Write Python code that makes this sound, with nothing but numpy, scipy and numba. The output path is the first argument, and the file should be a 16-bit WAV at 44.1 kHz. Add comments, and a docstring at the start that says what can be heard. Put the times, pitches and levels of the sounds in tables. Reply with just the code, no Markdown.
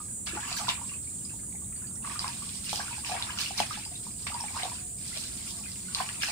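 """A shallow forest stream, a few metres from a phone: cicadas buzz, mostly from the right and centre,
over a low rumble, and the brook trickles throughout. Someone wades and scoops in bursts; between them water
drains from a hand net. Each stroke folds air under as ringing bubbles and throws spray and drops; pockets
plop, the surface smacks and slaps, fat drops plink off the net. In the second half a far bird hoots faintly.
Bubbles are decaying sines, cicadas click trains through body resonances, rumble and hiss filtered noise."""
import sys
import numpy as np
from scipy import signal
from scipy.fft import rfft, irfft, next_fast_len
from scipy.io import wavfile
from numba import njit

SR = 44100
rng = np.random.default_rng(int(sys.argv[2]) if len(sys.argv) > 2 else 0)


def log_audio(samples):
    """Write samples as a 16-bit WAV file to the path given in sys.argv[1]."""
    # one column per channel
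    frames = np.atleast_2d(samples).T
    # limit to full scale, then quantise
    limited = np.clip(frames, -1, 1)
    pcm = np.round(limited * 32767).astype(np.int16)
    wavfile.write(sys.argv[1], SR, pcm)


N = 278271  # samples
TIME = np.arange(N) / SR  # s
TOP_HZ = 15600  # upper limit of the phone and of bubble pitches

# Low rumble under the whole place. Each row: frequency in Hz, relative level in dB.
RUMBLE = [(12, -78), (20, -28), (70, -2.5), (124, -4.5), (155, -9.5), (189, -6), (248, -11.5), (270, -15.5),
          (354, -21), (409, -32), (513, -51), (567, -65), (600, -59), (780, -61), (1320, -120)]
# Narrow drone within the rumble. Each row: frequency in Hz, relative level in dB.
DRONE = [(120, -46.5), (172, -10), (190, -5.5), (212, -13), (290, -43.5)]
# How loud the rumble stands over time. Each row: time in seconds, level in dB.
RUMBLE_LEVEL = [(0, -48), (1.6, -46.5), (2.2, -46), (3.2, -47.5), (4.7, -47), (5.4, -46.5), (6.3, -49.5)]
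# Low murmur of the stream. Each row: frequency in Hz, relative level in dB.
MURMUR = [(30, -11), (150, -2), (300, 1), (450, -6), (800, -20), (3000, -66)]
# Hiss of the running stream. Each row: frequency in Hz, relative level in dB.
BROOK = [(300, 1), (550, 2.5), (1000, -4), (1800, -11), (3000, -16), (4500, -12), (6500, -5), (10000, -46),
         (11700, -17), (13500, 1.5), (15500, 1)]

# Click rates of the three nearest cicadas.
# Each row: time in seconds, then clicks per second of the first, second and third.
CICADA_RATE = [(0, 247.0, 269.9, 260.6), (1.9, 247.1, 270.2, 260.8), (2.4, 247.0, 271.2, 261),
               (3.7, 247.0, 271.7, 261.2), (4.5, 247.1, 272.5, 261), (6.3, 247.1, 272.8, 261.2)]
# How hard they sing. Each row: time in seconds, levels of the first, second and third in dB,
# level of the first one's strongest overtone in dB.
CICADA_EFFORT = [(0, -44.5, -41, -56, -45), (.5, -42.5, -45, -48, -55), (1.05, -46, -42, -54, -42),
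                 (1.16, -46, -42, -47, -51), (1.3, -47.5, -43, -49, -53), (1.74, -49, -43, -45, -45),
                 (1.85, -44, -43, -49, -60), (2.6, -47, -43, -47, -49), (3.2, -48, -42.5, -50, -60),
                 (3.7, -52, -43.5, -50, -53), (4.3, -50.5, -43.5, -44, -50.5),
                 (5.0, -50.5, -43, -46.5, -51), (6.3, -47.5, -42, -50.5, -60)]
# Body resonances of the three. Each row: frequency in Hz, relative level in dB.
FIRST_BODY = [(5500, -50), (6600, -18), (7150, -7), (7400, -5), (7660, -5.5), (7900, -5.5), (8150, -6.5),
              (8400, -4), (8800, -20), (10500, -45)]
SECOND_BODY = [(5500, -50), (6700, -13), (7050, -7.5), (7600, -13), (8100, -7), (8350, -9), (8650, -2),
               (8950, 1), (9200, -5), (9450, -6.5), (10000, -11), (10800, -19), (12000, -42)]
THIRD_BODY = [(6000, -45), (7250, -7), (7550, -7), (7830, -1), (8090, -2), (8350, -3), (8850, -3),
              (9300, -18), (11000, -45)]
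# Distant chorus of a lower and a higher kind. Each row: frequency in Hz, relative level in dB.
LOW_CHORUS = [(5000, -41.5), (6300, -8), (7100, 2.5), (8000, 8), (8800, 3.5), (10000, -40)]
HIGH_CHORUS = [(6000, -18.5), (7500, -31), (8900, 7), (9700, 6), (10500, -3), (11500, -42), (13000, -36)]
STRONGEST_OVERTONE = 33  # multiple of the click rate
LEAF_PATHS, LEAF_SWAY_PER_S = 3, 1.8

RIPPLE_DB = -64.5

# Water running off the lifted net or a leg.
# Each row: start in seconds, rise in seconds, length in seconds, level of the fizz in dB.
DRAINS = [(0.0, 0.0046, 0.022, -59.5), (1.006, .02, 0.37, -62.5), (2.286, 0.019, 0.27, -48),
          (3.82, 0.018, 0.15, -54.5), (4.017, 0.017, 0.057, -53), (4.17, 0.019, 0.42, -52),
          (4.573, 0.019, 0.14, -48), (4.957, 0.11, 0.59, -47), (5.623, 0.057, 0.32, -51.5)]
DRAIN_FALL_DB_PER_S = 73
DRAIN_DROPS_DB, DRAIN_GURGLE_DB, DRAIN_DRIPS_DB = -8, -10.5, -9.5  # relative to its fizz
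# Pushes of a leg or the net through the water. Each row: start in seconds, rise in seconds,
# length in seconds, gurgle in dB, drops in dB, spray in dB, bubble pitch in Hz.
STROKES = [(0.259, 0.0066, 0.014, -50, -38.5, -42, 1030), (0.308, 0.032, 0.058, -40, -47.5, -49, 1160),
           (0.39, 0.02, 0.3, -43, -44.5, -49, 1080), (0.457, 0.023, 0.065, -46, -45, -45.5, 1070),
           (0.561, 0.008, 0.023, -39, -55, -37, 1130), (0.679, 0.004, 0.018, -42, -36, -39.5, 1020),
           (0.787, 0.02, 0.15, -58, -57, -56.5, 1000), (1.742, 0.023, 0.092, -59, -63, -71, 1450),
           (2.014, 0.053, 0.14, -43, -45.5, -49.5, 1084), (2.182, 0.038, 0.096, -40.5, -44, -45, 974),
           (2.613, 0.069, 0.16, -62, -44.5, -40, 935), (2.736, 0.017, 0.092, -43, -47.5, -45, 860),
           (2.844, 0.025, 0.14, -54, -47.5, -47.5, 1076), (3.039, 0.022, 0.047, -41.5, -41, -39.5, 900),
           (3.083, 0.02, 0.093, -35, -41.5, -44, 770), (3.184, 0.011, 0.15, -43, -46, -48, 1030),
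           (3.352, 0.037, 0.08, -47, -39, -37, 1050), (3.435, 0.018, 0.22, -56, -47.5, -48, 950),
           (3.571, 0.0083, 0.033, -39, -35.5, -35.5, 830), (3.678, 0.024, 0.11, -54, -45, -46.5, 930),
           (4.262, 0.0028, 0.011, -45, -42, -47, 1110), (4.307, 0.031, 0.22, -44.5, -52.5, -59, 905),
           (4.527, 0.036, 0.088, -36.5, -42, -45.5, 950), (4.636, .01, 0.032, -39, -65, -62, 944),
           (5.131, 0.03, 0.1, -59, -47.5, -45.5, 725), (5.886, 0.008, 0.14, -51, -54, -54, 1326),
           (5.948, 0.03, 0.058, -35, -39.5, -40.5, 957), (6.04, 0.026, 0.14, -49.5, -47.5, -49, 1060),
           (6.195, 0.04, 0.042, -47, -33, -33, 1150), (6.267, 0.021, 0.046, -38, -39, -37, 810)]
GURGLE_FALL_DB_PER_S, DROPS_FALL_DB_PER_S, SPRAY_FALL_DB_PER_S = 235, 160, 239
DROPS_LATE_S = 0.0031  # drops land after the spray has flown
SURGE_DB, SURGE_PER_S = 1.5, 40  # the water heaves unevenly within a stroke
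# Colours of gurgle, falling drops and spray. Each row: frequency in Hz, relative level in dB.
GURGLE = [(300, 2), (520, -42), (640, 3), (830, 1.5), (1050, 7), (1350, 5), (1800, 7), (2600, -1)]
DROPS = [(700, -12.5), (1400, -11.5), (2000, -9.5), (2600, -1.5), (3200, -6.5), (4200, -10.5), (8000, -30)]
SPRAY = [(1500, -11.5), (2900, -7.5), (3700, -2.5), (4400, 1), (5100, 3), (6500, -2.5), (9000, 1),
         (12000, -6.5), (15500, 1)]

# Single large air pockets closing.
# Each row: start in seconds, strength in dB before a common lift, starting pitch in Hz,
# time to decay by 60 dB in seconds.
PLOPS = [(0.002, -38, 1215, 0.054), (0.307, -38, 1370, 0.047), (0.333, -31, 340, 0.043),
         (0.357, -33.5, 346, 0.077), (0.371, -29.5, 835, 0.068), (0.373, -29, 1420, 0.039),
         (0.429, -32, 1680, 0.029), (0.478, -38, 940, 0.038), (0.542, -38, 1120, 0.025),
         (0.613, -29, 1210, 0.025), (0.634, -37, 830, 0.03), (0.67, -30, 1410, 0.026),
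         (0.569, -31.5, 1610, 0.04), (0.61, -33, 816, 0.054), (0.682, -18.5, 1002, 0.029),
         (0.718, -33, 945, 0.039), (0.777, -38, 1110, 0.028), (0.792, -41, 865, 0.046),
         (0.814, -32.5, 930, 0.032), (0.839, -42, 1040, 0.05), (0.917, -42.5, 1090, 0.033),
         (1.221, -54, 1620, 0.019), (1.316, -50, 1070, 0.018), (1.432, -48, 1230, 0.018),
         (1.819, -46, 1460, 0.028), (1.841, -48, 1700, 0.035), (2.043, -42, 1106, 0.12),
         (2.074, -31.5, 1066, 0.047), (2.2, -41, 1070, 0.035), (2.243, -21.5, 1040, 0.031),
         (2.28, -37, 912, 0.084), (2.421, -37, 1120, 0.032), (2.73, -19, 800, 0.015),
         (2.773, -35, 790, 0.024), (2.795, -24, 790, 0.022), (2.801, -28.5, 1580, 0.037),
         (2.88, -30.5, 1430, 0.025), (2.908, -39.5, 926, 0.082), (2.928, -36, 940, 0.033),
         (2.98, -36.5, 845, 0.035), (3.037, -44, 1100, 0.05), (3.096, -25.5, 800, 0.032),
         (3.115, -28, 722, 0.081), (3.141, -28, 750, 0.022), (3.151, -23.5, 772, 0.029),
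         (3.203, -35, 950, 0.043), (3.228, -38, 800, 0.035), (3.288, -36, 1250, 0.04),
         (3.294, -31.5, 1620, 0.04), (3.374, -30, 1380, 0.021), (3.507, -30.5, 780, 0.054),
         (3.602, -11.5, 800, 0.018), (3.708, -28.5, 1250, 0.071), (3.773, -35.5, 817, 0.043),
         (3.861, -40, 874, 0.035), (3.915, -47.5, 690, 0.09), (4.067, -34.5, 966, 0.018),
         (4.302, -34.5, 780, 0.033), (4.318, -31, 1230, 0.028), (4.327, -38, 898, 0.072),
         (4.346, -27, 938, 0.047), (4.365, -37, 1000, 0.033), (4.404, -33.5, 916, 0.063),
         (4.439, -28, 820, 0.034), (4.482, -34, 2290, 0.036), (4.548, -36.5, 890, 0.084),
         (4.566, -23, 1020, 0.017), (4.633, -24.5, 740, 0.033), (4.653, -24, 745, 0.026),
         (4.717, -33, 970, 0.044), (5.168, -38, 613, 0.034), (5.884, -42, 1460, 0.1),
         (5.956, -33.5, 1080, 0.038), (5.988, -39, 1070, 0.062), (6.004, -26.5, 753, 0.069),
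         (6.286, -31.5, 815, 0.036)]
# Hard smacks of a foot or the net's rim on the surface.
# Each row: start in seconds, strength in dB before a common trim, centre pitch in Hz.
SMACKS = [(0.2724, -19, 3000), (0.371, -27, 1200), (0.6892, -16.5, 2220), (2.1931, -17.5, 4230),
          (2.7312, -20, 1510), (3.1165, -22, 1310), (3.6022, -10, 1400), (3.611, -22, 2600),
          (3.6335, -35, 2200), (4.2685, -16, 2580), (4.5663, -37, 1410), (4.633, -16, 1510),
          (5.1728, -26, 2800), (6.0074, -18, 1920), (6.0905, -21, 3180), (6.2364, -22, 2250)]
SMACK_CYCLES = 1.77  # to decay by 60 dB
# A small patch of water radiates little bass. Each row: frequency in Hz, gain in dB.
SMACK_HEARD = [(250, -27), (520, -28), (680, -4.5), (8000, -11)]
# Slaps on the surface, from a hard tick to a wet smack.
# Each row: start in seconds, strength in dB, starting pitch in Hz, cycles to decay by 60 dB,
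# strength of the droplets in dB before their own trim.
SLAPS = [(0.2746, -35, 2160, 7.3, -19), (0.523, -29, 2550, 50, -33), (0.528, -13, 4500, 19, -20),
         (0.585, -24, 3660, 14, -16), (0.6896, -8.5, 3560, 28, -8.5), (0.698, -19, 2730, 52, -29),
         (2.1931, -10.5, 4770, 20, -31), (2.2805, -17.5, 4930, 19, -31), (2.4917, -27, 4900, 20, -21),
         (2.5547, -38, 4700, 20, -19.5), (2.6936, -13, 4800, 5.2, -11), (2.7297, -24, 5300, 12, -11),
         (2.759, -11, 5100, 11, -23), (3.0475, -19, 2630, 19, -28), (3.2246, -10, 3660, 15, -18),
         (3.3877, -14, 2950, 21, -36), (3.4132, -17, 4840, 16, -9), (3.5848, -15, 4200, 26, -17),
         (3.6017, -12, 4860, 21, -8), (3.634, -23, 2000, 10, -40), (3.7534, -29, 2320, 16, -29),
         (4.2680, -33, 2730, 9.7, -14.5), (4.3425, -25, 4720, 45, -21), (4.4076, -23, 5470, 93, -33),
         (4.6329, -13, 3680, 21, -33), (5.174, -17, 4060, 18, -33), (5.238, -25, 4860, 20, -17),
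         (5.7174, -22, 4940, 14, -26), (5.9484, -6, 4340, 13, -11.5), (6.0898, -19, 2670, 13, -18.5),
         (6.2208, -18, 2650, 26, -37), (6.2338, -11, 2600, 13, -9)]
BURST_T60_S = .08  # droplets are spread over half of this
# Fat drops off the lifted net. Each row: start in seconds, strength in dB, starting pitch in Hz.
PLINKS = [(0.893, -35.5, 2660), (0.936, -36.5, 2520), (1.072, -46, 2270), (1.25, -35, 4900),
          (1.294, -40, 2590), (1.763, -43, 4500), (1.87, -39.5, 4500), (1.956, -41, 5560),
          (2.667, -35, 2770), (2.928, -32, 2520), (3.305, -31, 2920), (3.851, -31.5, 4750),
          (3.955, -34.5, 3700), (4.756, -40, 2630), (4.788, -42, 2510)]
PLINK_CYCLES = 140  # to decay by 60 dB
PLINK_SPLATTER_DB = 4  # tiny droplets thrown up, relative to the drop and before their own trim
FAR_EAR_LAG_S = .00015  # the water reaches the right ear later

# Hoots of a far bird. 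Each row: start in seconds, length in seconds, top pitch in Hz, level in dB.
HOOTS = [(3.8, .42, 736, -67), (4.6, .4, 735, -62), (5.3, .38, 716, -61.5), (6.04, .42, 735, -64.5)]


def undb(db):
    """Decibels to gain."""
    return 10 ** (np.asarray(db) / 20)


def level(x, db):
    """Scale to an rms level."""
    return x * undb(db) / np.sqrt(np.mean(x ** 2))


def curves(table):
    """The columns of a table, joined by straight lines in time."""
    s, *columns = np.transpose(table)
    return [np.interp(TIME, s, column) for column in columns]


def pan(left_db):
    """Gains of the two channels for a left-minus-right level."""
    return undb(np.array([[left_db], [-left_db]]) / 2)


def noise(channels):
    """White noise, independent in each channel."""
    return rng.standard_normal((channels, N))


def colour(x, points):
    """Causal minimum-phase filter with a spectrum of (Hz, dB) points."""
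    hz, db = np.transpose(points)
    size = next_fast_len((N + SR // 2) // 2, True) * 2
    f = np.maximum(np.arange(size // 2 + 1) * SR / size, 1)
    gain = undb(np.interp(np.log(f), np.log(hz), db))
    cepstrum = irfft(np.log(gain))
    # folding the cepstrum onto positive time makes the filter causal
    cepstrum[1:size // 2] *= 2
    cepstrum[size // 2 + 1:] = 0
    return irfft(rfft(x, size) * np.exp(rfft(cepstrum)))[..., :N]


def walk(rate):
    """A smooth random drift with about rate turns a second; spread near 1."""
    knots = rng.standard_normal(1000)
    return 1.2 * np.interp(TIME * rate, np.arange(len(knots)), knots)


def scatter(x, t60, wet_db):
    """Mud banks and leaves return a short, diffuse echo, different at each ear."""
    t = TIME[:int(t60 * SR)]
    build_up = 1 - np.exp(-t / 0.0049)
    tail = rng.standard_normal((2, len(t))) * undb(-60 * t / t60) * build_up
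    tail /= np.sqrt(np.sum(tail ** 2, axis=1, keepdims=True))
    echo = signal.oaconvolve(np.atleast_2d(x), tail, axes=1)[:, :N]
    return x + undb(wet_db) * echo


@njit
def ring(start, hz, t60, size, side, rise):
    """Bubbles: decaying sines that climb as they near the surface; side sets level and lag between the ears."""
    out = np.zeros((2, N))
    for k in range(len(start)):
        pole = (2j * np.pi * hz[k] - np.log(1000) / t60[k]) / SR
        glide = np.exp(2j * np.pi * hz[k] * rise / (t60[k] * SR * SR))
        closing = np.exp(-max(1.2 * hz[k], 30 / t60[k]) / SR)
        for c in range(2):
            lean = side[k] * (1 - 2 * c)
            onset = (start[k] - lean * 2e-4) * SR
            first = max(int(onset) + 1, 0)
            z = size[k] * (1 + .4 * lean) * np.exp(pole * (first - onset))
            step = np.exp(pole)
            still_open = closing ** (first - onset)
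            for i in range(first, min(int(onset + t60[k] * SR), N)):
                out[c, i] += (1 - still_open) * z.imag
                z *= step
                step *= glide
                still_open *= closing
    return out


def cloud(low_hz, high_hz, cycles, spread_db, rise, width, count):
    """Bubbles of random pitch between two bounds (which may move), many small and a few large, at unit level."""
    when, pitch, rank, length, side = rng.random((count, 5)).T
    index = (when * N).astype(int)
    low = np.broadcast_to(low_hz, N)[index]
    high = np.broadcast_to(high_hz, N)[index]
    hz = low * (np.minimum(high, TOP_HZ) / low) ** pitch
    size = undb(-spread_db * np.log(rank + 1 / 50)) * np.sqrt(hz)
    t60 = cycles * (.5 + length) / hz
    return level(ring(when * N / SR, hz, t60, size, width * (2 * side - 1), rise), 0)


def burst(s, db, hz):
    """Droplets around each given pitch that thin out and fade after an impact."""
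    age, pitch, size, side = rng.random((len(s), 30, 4)).transpose(2, 1, 0)
    age = age ** 2  # most droplets land in the first moments
    start = s + age * BURST_T60_S / 2
    drop_hz = np.minimum(hz * 1.9 ** (2 * pitch - 1), TOP_HZ)
    drop_db = db - 11.0 - 30 * age - 11 * size
    return ring(start.ravel(), drop_hz.ravel(), (26 / drop_hz).ravel(), undb(drop_db).ravel(),
                2 * side.ravel() - 1, 1.0)


def swells(starts, rises, lengths, levels_db, fall_db_per_s):
    """Gain of events that each rise, hold to the end of their length and die away; overlaps add in power."""
    power = np.zeros(N)
    for s, rise, length, db in np.broadcast(starts, rises, lengths, levels_db):
        first = np.searchsorted(TIME, s, "right")
        age = TIME[first:first + SR] - s
        fall_db = fall_db_per_s * np.maximum(age - length, 0)
        gain = np.minimum(age / rise, 1) * undb(db - fall_db)
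        power[first:first + SR] += gain ** 2
    return np.sqrt(power)


def background():
    """Low rumble with a wavering drone, nearly alike at both ears; faint murmur to the left, and stream hiss."""
    rumble = level(colour(noise(1), RUMBLE), -0.69) * undb(0.23 * walk(4.09))
    drone = level(colour(noise(1), DRONE), -10.5) * undb(3.2 * walk(2.3))
    rumble_db, = curves(RUMBLE_LEVEL)
    murmur = level(colour(noise(2), MURMUR), -58.0) * pan(7.1)
    brook = level(colour(noise(2), BROOK), -52.5) * undb(0.2 * walk(2.3))
    return (rumble + drone) * undb(rumble_db) * pan(0.93) + murmur + brook


def cicada(rate, body, jitter):
    """A nearly regular train of tymbal clicks rings the body; swaying leaves make its overtones come and go."""
    phase = np.pi * np.cumsum(rate * (1 + jitter * walk(30))) / SR
    clicks = np.sin(101 * phase) / np.sin(phase)  # 50 equal overtones
    song = colour(clicks, body)
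    shares = np.array([walk(LEAF_SWAY_PER_S) for _ in range(LEAF_PATHS)])
    shares /= np.sqrt(np.sum(shares ** 2, axis=0))
    # most of the song arrives by leaf echoes whose shares drift
    echoes = sum(share * (scatter(song, t60=.45, wet_db=0) - song) for share in shares)
    return level(.25 * song + echoes, 0)


def cicadas():
    """Three near singers over a shimmering chorus; the first sits to the right and whistles on one overtone."""
    first_hz, second_hz, third_hz = curves(CICADA_RATE)
    first_db, second_db, third_db, overtone_db = curves(CICADA_EFFORT)
    first = cicada(first_hz, FIRST_BODY, jitter=.0011) * undb(first_db) * pan(-7)
    second = cicada(second_hz, SECOND_BODY, jitter=.0025) * undb(second_db) * pan(-1)
    third = cicada(third_hz, THIRD_BODY, jitter=.003) * undb(third_db) * pan(-4)
    phase = 2 * np.pi * STRONGEST_OVERTONE * np.cumsum(first_hz * (1 + .0003 * walk(30))) / SR
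    ear_drift = .5 * np.array([walk(3), walk(3)])  # radians, separate at each ear
    whistle = level(np.sin(phase + ear_drift), 0) * undb(overtone_db) * pan(-6)
    low = level(colour(noise(2), LOW_CHORUS), -48.5) * pan(-7)
    high = level(colour(noise(2), HIGH_CHORUS), -51)
    first_singer = (first + whistle) * undb(.7 * walk(25))
    second_singer = second * undb(.8 * walk(25))
    chorus = (low + high) * undb(.8 * walk(70))
    return first_singer + second_singer + third + chorus


def ripples():
    """The running stream trickles in fits, closing small bubbles and flicking up tiny drips."""
    trickle = cloud(750, 2600, cycles=26, spread_db=3.3, rise=.15, width=1., count=450)
    flicks = cloud(2200, 6000, cycles=30, spread_db=3.6, rise=.15, width=1., count=350)
    trickle = trickle * undb(4 * walk(9))
    flicks = flicks * undb(4 * walk(7))
    return level(trickle + 0.66 * flicks, RIPPLE_DB)


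def spray():
    """Fine spray and water draining through the mesh: a dense wash of tiny bubbles and ticks, a little right."""
    fizz = cloud(3000, 7000, cycles=36, spread_db=3., rise=.08, width=1., count=6500)
    ticks = cloud(2500, 15000, cycles=5, spread_db=3.3, rise=0., width=1., count=17000)
    return level(colour(fizz + ticks, SPRAY), 0.35) * pan(-3.5)


def drops():
    """Drops fall back thickly from net and legs: ticks on the surface among ringing trapped bubbles."""
    plips = cloud(1300, 3900, cycles=36, spread_db=3.2, rise=.12, width=1., count=3400)
    ticks = cloud(1100, 4200, cycles=6, spread_db=3.6, rise=0., width=1., count=6000)
    return level(colour(plips + .7 * ticks, DROPS), -1.17)


def gurgle(hz):
    """Air folded under by legs and net rings as a crowd of large bubbles, many near one moving pitch."""
    typical = cloud(.78 * hz, 1.17 * hz, cycles=32, spread_db=2.5, rise=.18, width=.6, count=900)
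    stray = cloud(560, 2000, cycles=24, spread_db=3.4, rise=.15, width=1., count=1200)
    return level(colour(typical + undb(0.5) * stray, GURGLE), -5.0)


def drips():
    """Lone drips from the wet mesh, each a short plink."""
    return cloud(1977, 5200, cycles=110, spread_db=4, rise=0.21, width=0.96, count=300)


def stirred_water():
    """Strokes gurgle and throw spray and drops, each surging by itself; draining water fizzes and drips."""
    drain = swells(*np.transpose(DRAINS), DRAIN_FALL_DB_PER_S)
    s, rise, length, gurgle_db, drops_db, spray_db, hz = np.transpose(STROKES)
    folded = swells(s, rise, length, gurgle_db, GURGLE_FALL_DB_PER_S)
    falling = swells(s + DROPS_LATE_S, rise, length, drops_db, DROPS_FALL_DB_PER_S)
    flying = swells(s, rise, length, spray_db, SPRAY_FALL_DB_PER_S)
    bubble_hz = np.interp(TIME, s + length / 2, hz)
    layers = (gurgle(bubble_hz) * np.hypot(folded, drain * undb(DRAIN_GURGLE_DB)),
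              drops() * np.hypot(falling, drain * undb(DRAIN_DROPS_DB)),
              spray() * np.hypot(flying, drain),
              drips() * drain * undb(DRAIN_DRIPS_DB))
    return sum(layer * undb(SURGE_DB * walk(SURGE_PER_S)) for layer in layers)


def plops():
    """An air pocket closes and rings; quieter bubbles pinch off after it, and the biggest pockets also thump."""
    s, db, hz, t60 = np.transpose(PLOPS)
    t60 = np.maximum(t60, .005)
    centre = np.zeros(len(s))
    out = ring(s, hz, t60, undb(db + 1.5), centre, 0.12)
    # doubled dB: the thump sinks fast with the size of the pocket
    out += ring(s, centre + 210, centre + 0.049, undb(2 * db - 5.0), centre, 0.13)
    for delay, pitch, side in rng.random((3, len(s), 3)).transpose(0, 2, 1):
        small_hz = hz * 1.5 ** (2 * pitch - 1)
        out += ring(s + .016 * delay, small_hz, .5 * t60, undb(db - 12), 2 * side - 1, .25)
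    return out


def smacks():
    """A flat blow on the water gives one broad crack, over within a few cycles."""
    s, db, hz = np.transpose(SMACKS)
    centre = np.zeros(len(s))
    cracks = np.zeros((2, N))
    for ratio in (.5, 1, 2):  # an octave below, at and above the centre
        crack_hz = hz * ratio
        cracks += ring(s, crack_hz, SMACK_CYCLES / crack_hz, undb(db - 1.5), centre, 0.)
    return colour(cracks, SMACK_HEARD)


def slaps():
    """The struck surface cracks and rings a small bubble, then droplets thin out and fade."""
    s, db, hz, cycles, droplets_db = np.transpose(SLAPS)
    bubble = ring(s, hz, np.maximum(cycles, 2) / hz, undb(db), np.zeros(len(s)), 0.04)
    return bubble + burst(s, droplets_db, hz)


def plinks():
    """A fat drop splatters and traps one small bubble, which rings and climbs a little."""
    s, db, hz = np.transpose(PLINKS)
    bubble = ring(s, hz, PLINK_CYCLES / hz, undb(db), np.zeros(len(s)), 0.27)
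    return bubble + burst(s, db + PLINK_SPLATTER_DB, hz)


def bird():
    """Each hoot is a soft tone that holds its pitch and sags at the end, wavering and blurred by the trees."""
    out = np.zeros(N)
    waver = 1 + .004 * walk(45)
    for s, length, hz, db in HOOTS:
        age = np.clip((TIME - s) / length, 0, 1)  # 0 to 1 through the hoot
        pitch = hz * waver * (1 - .135 * age ** 4)
        swell = np.sqrt(4 * age ** 1.5 * (1 - age))
        out += undb(db) * swell * np.sin(2 * np.pi * np.cumsum(pitch) / SR)
    return scatter(out * undb(1.8 * walk(24)), t60=.4, wet_db=-6)


def scene():
    """The stirred water between its banks, reaching the left ear first, amid the forest."""
    left, right = ripples() + stirred_water() + plops() + smacks() + slaps() + plinks()
    late_right = np.pad(right, (int(FAR_EAR_LAG_S * SR), 0))[:N]
    stream = scatter(np.array([left, late_right]), t60=0.12, wet_db=-4)
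    return background() + cicadas() + stream + bird()


def record(dry):
    """The phone cuts the top with a steep low-pass."""
    return signal.sosfilt(signal.ellip(12, .2, 70, TOP_HZ, fs=SR, output="sos"), dry)


dry = scene()
out = record(dry)
log_audio(out)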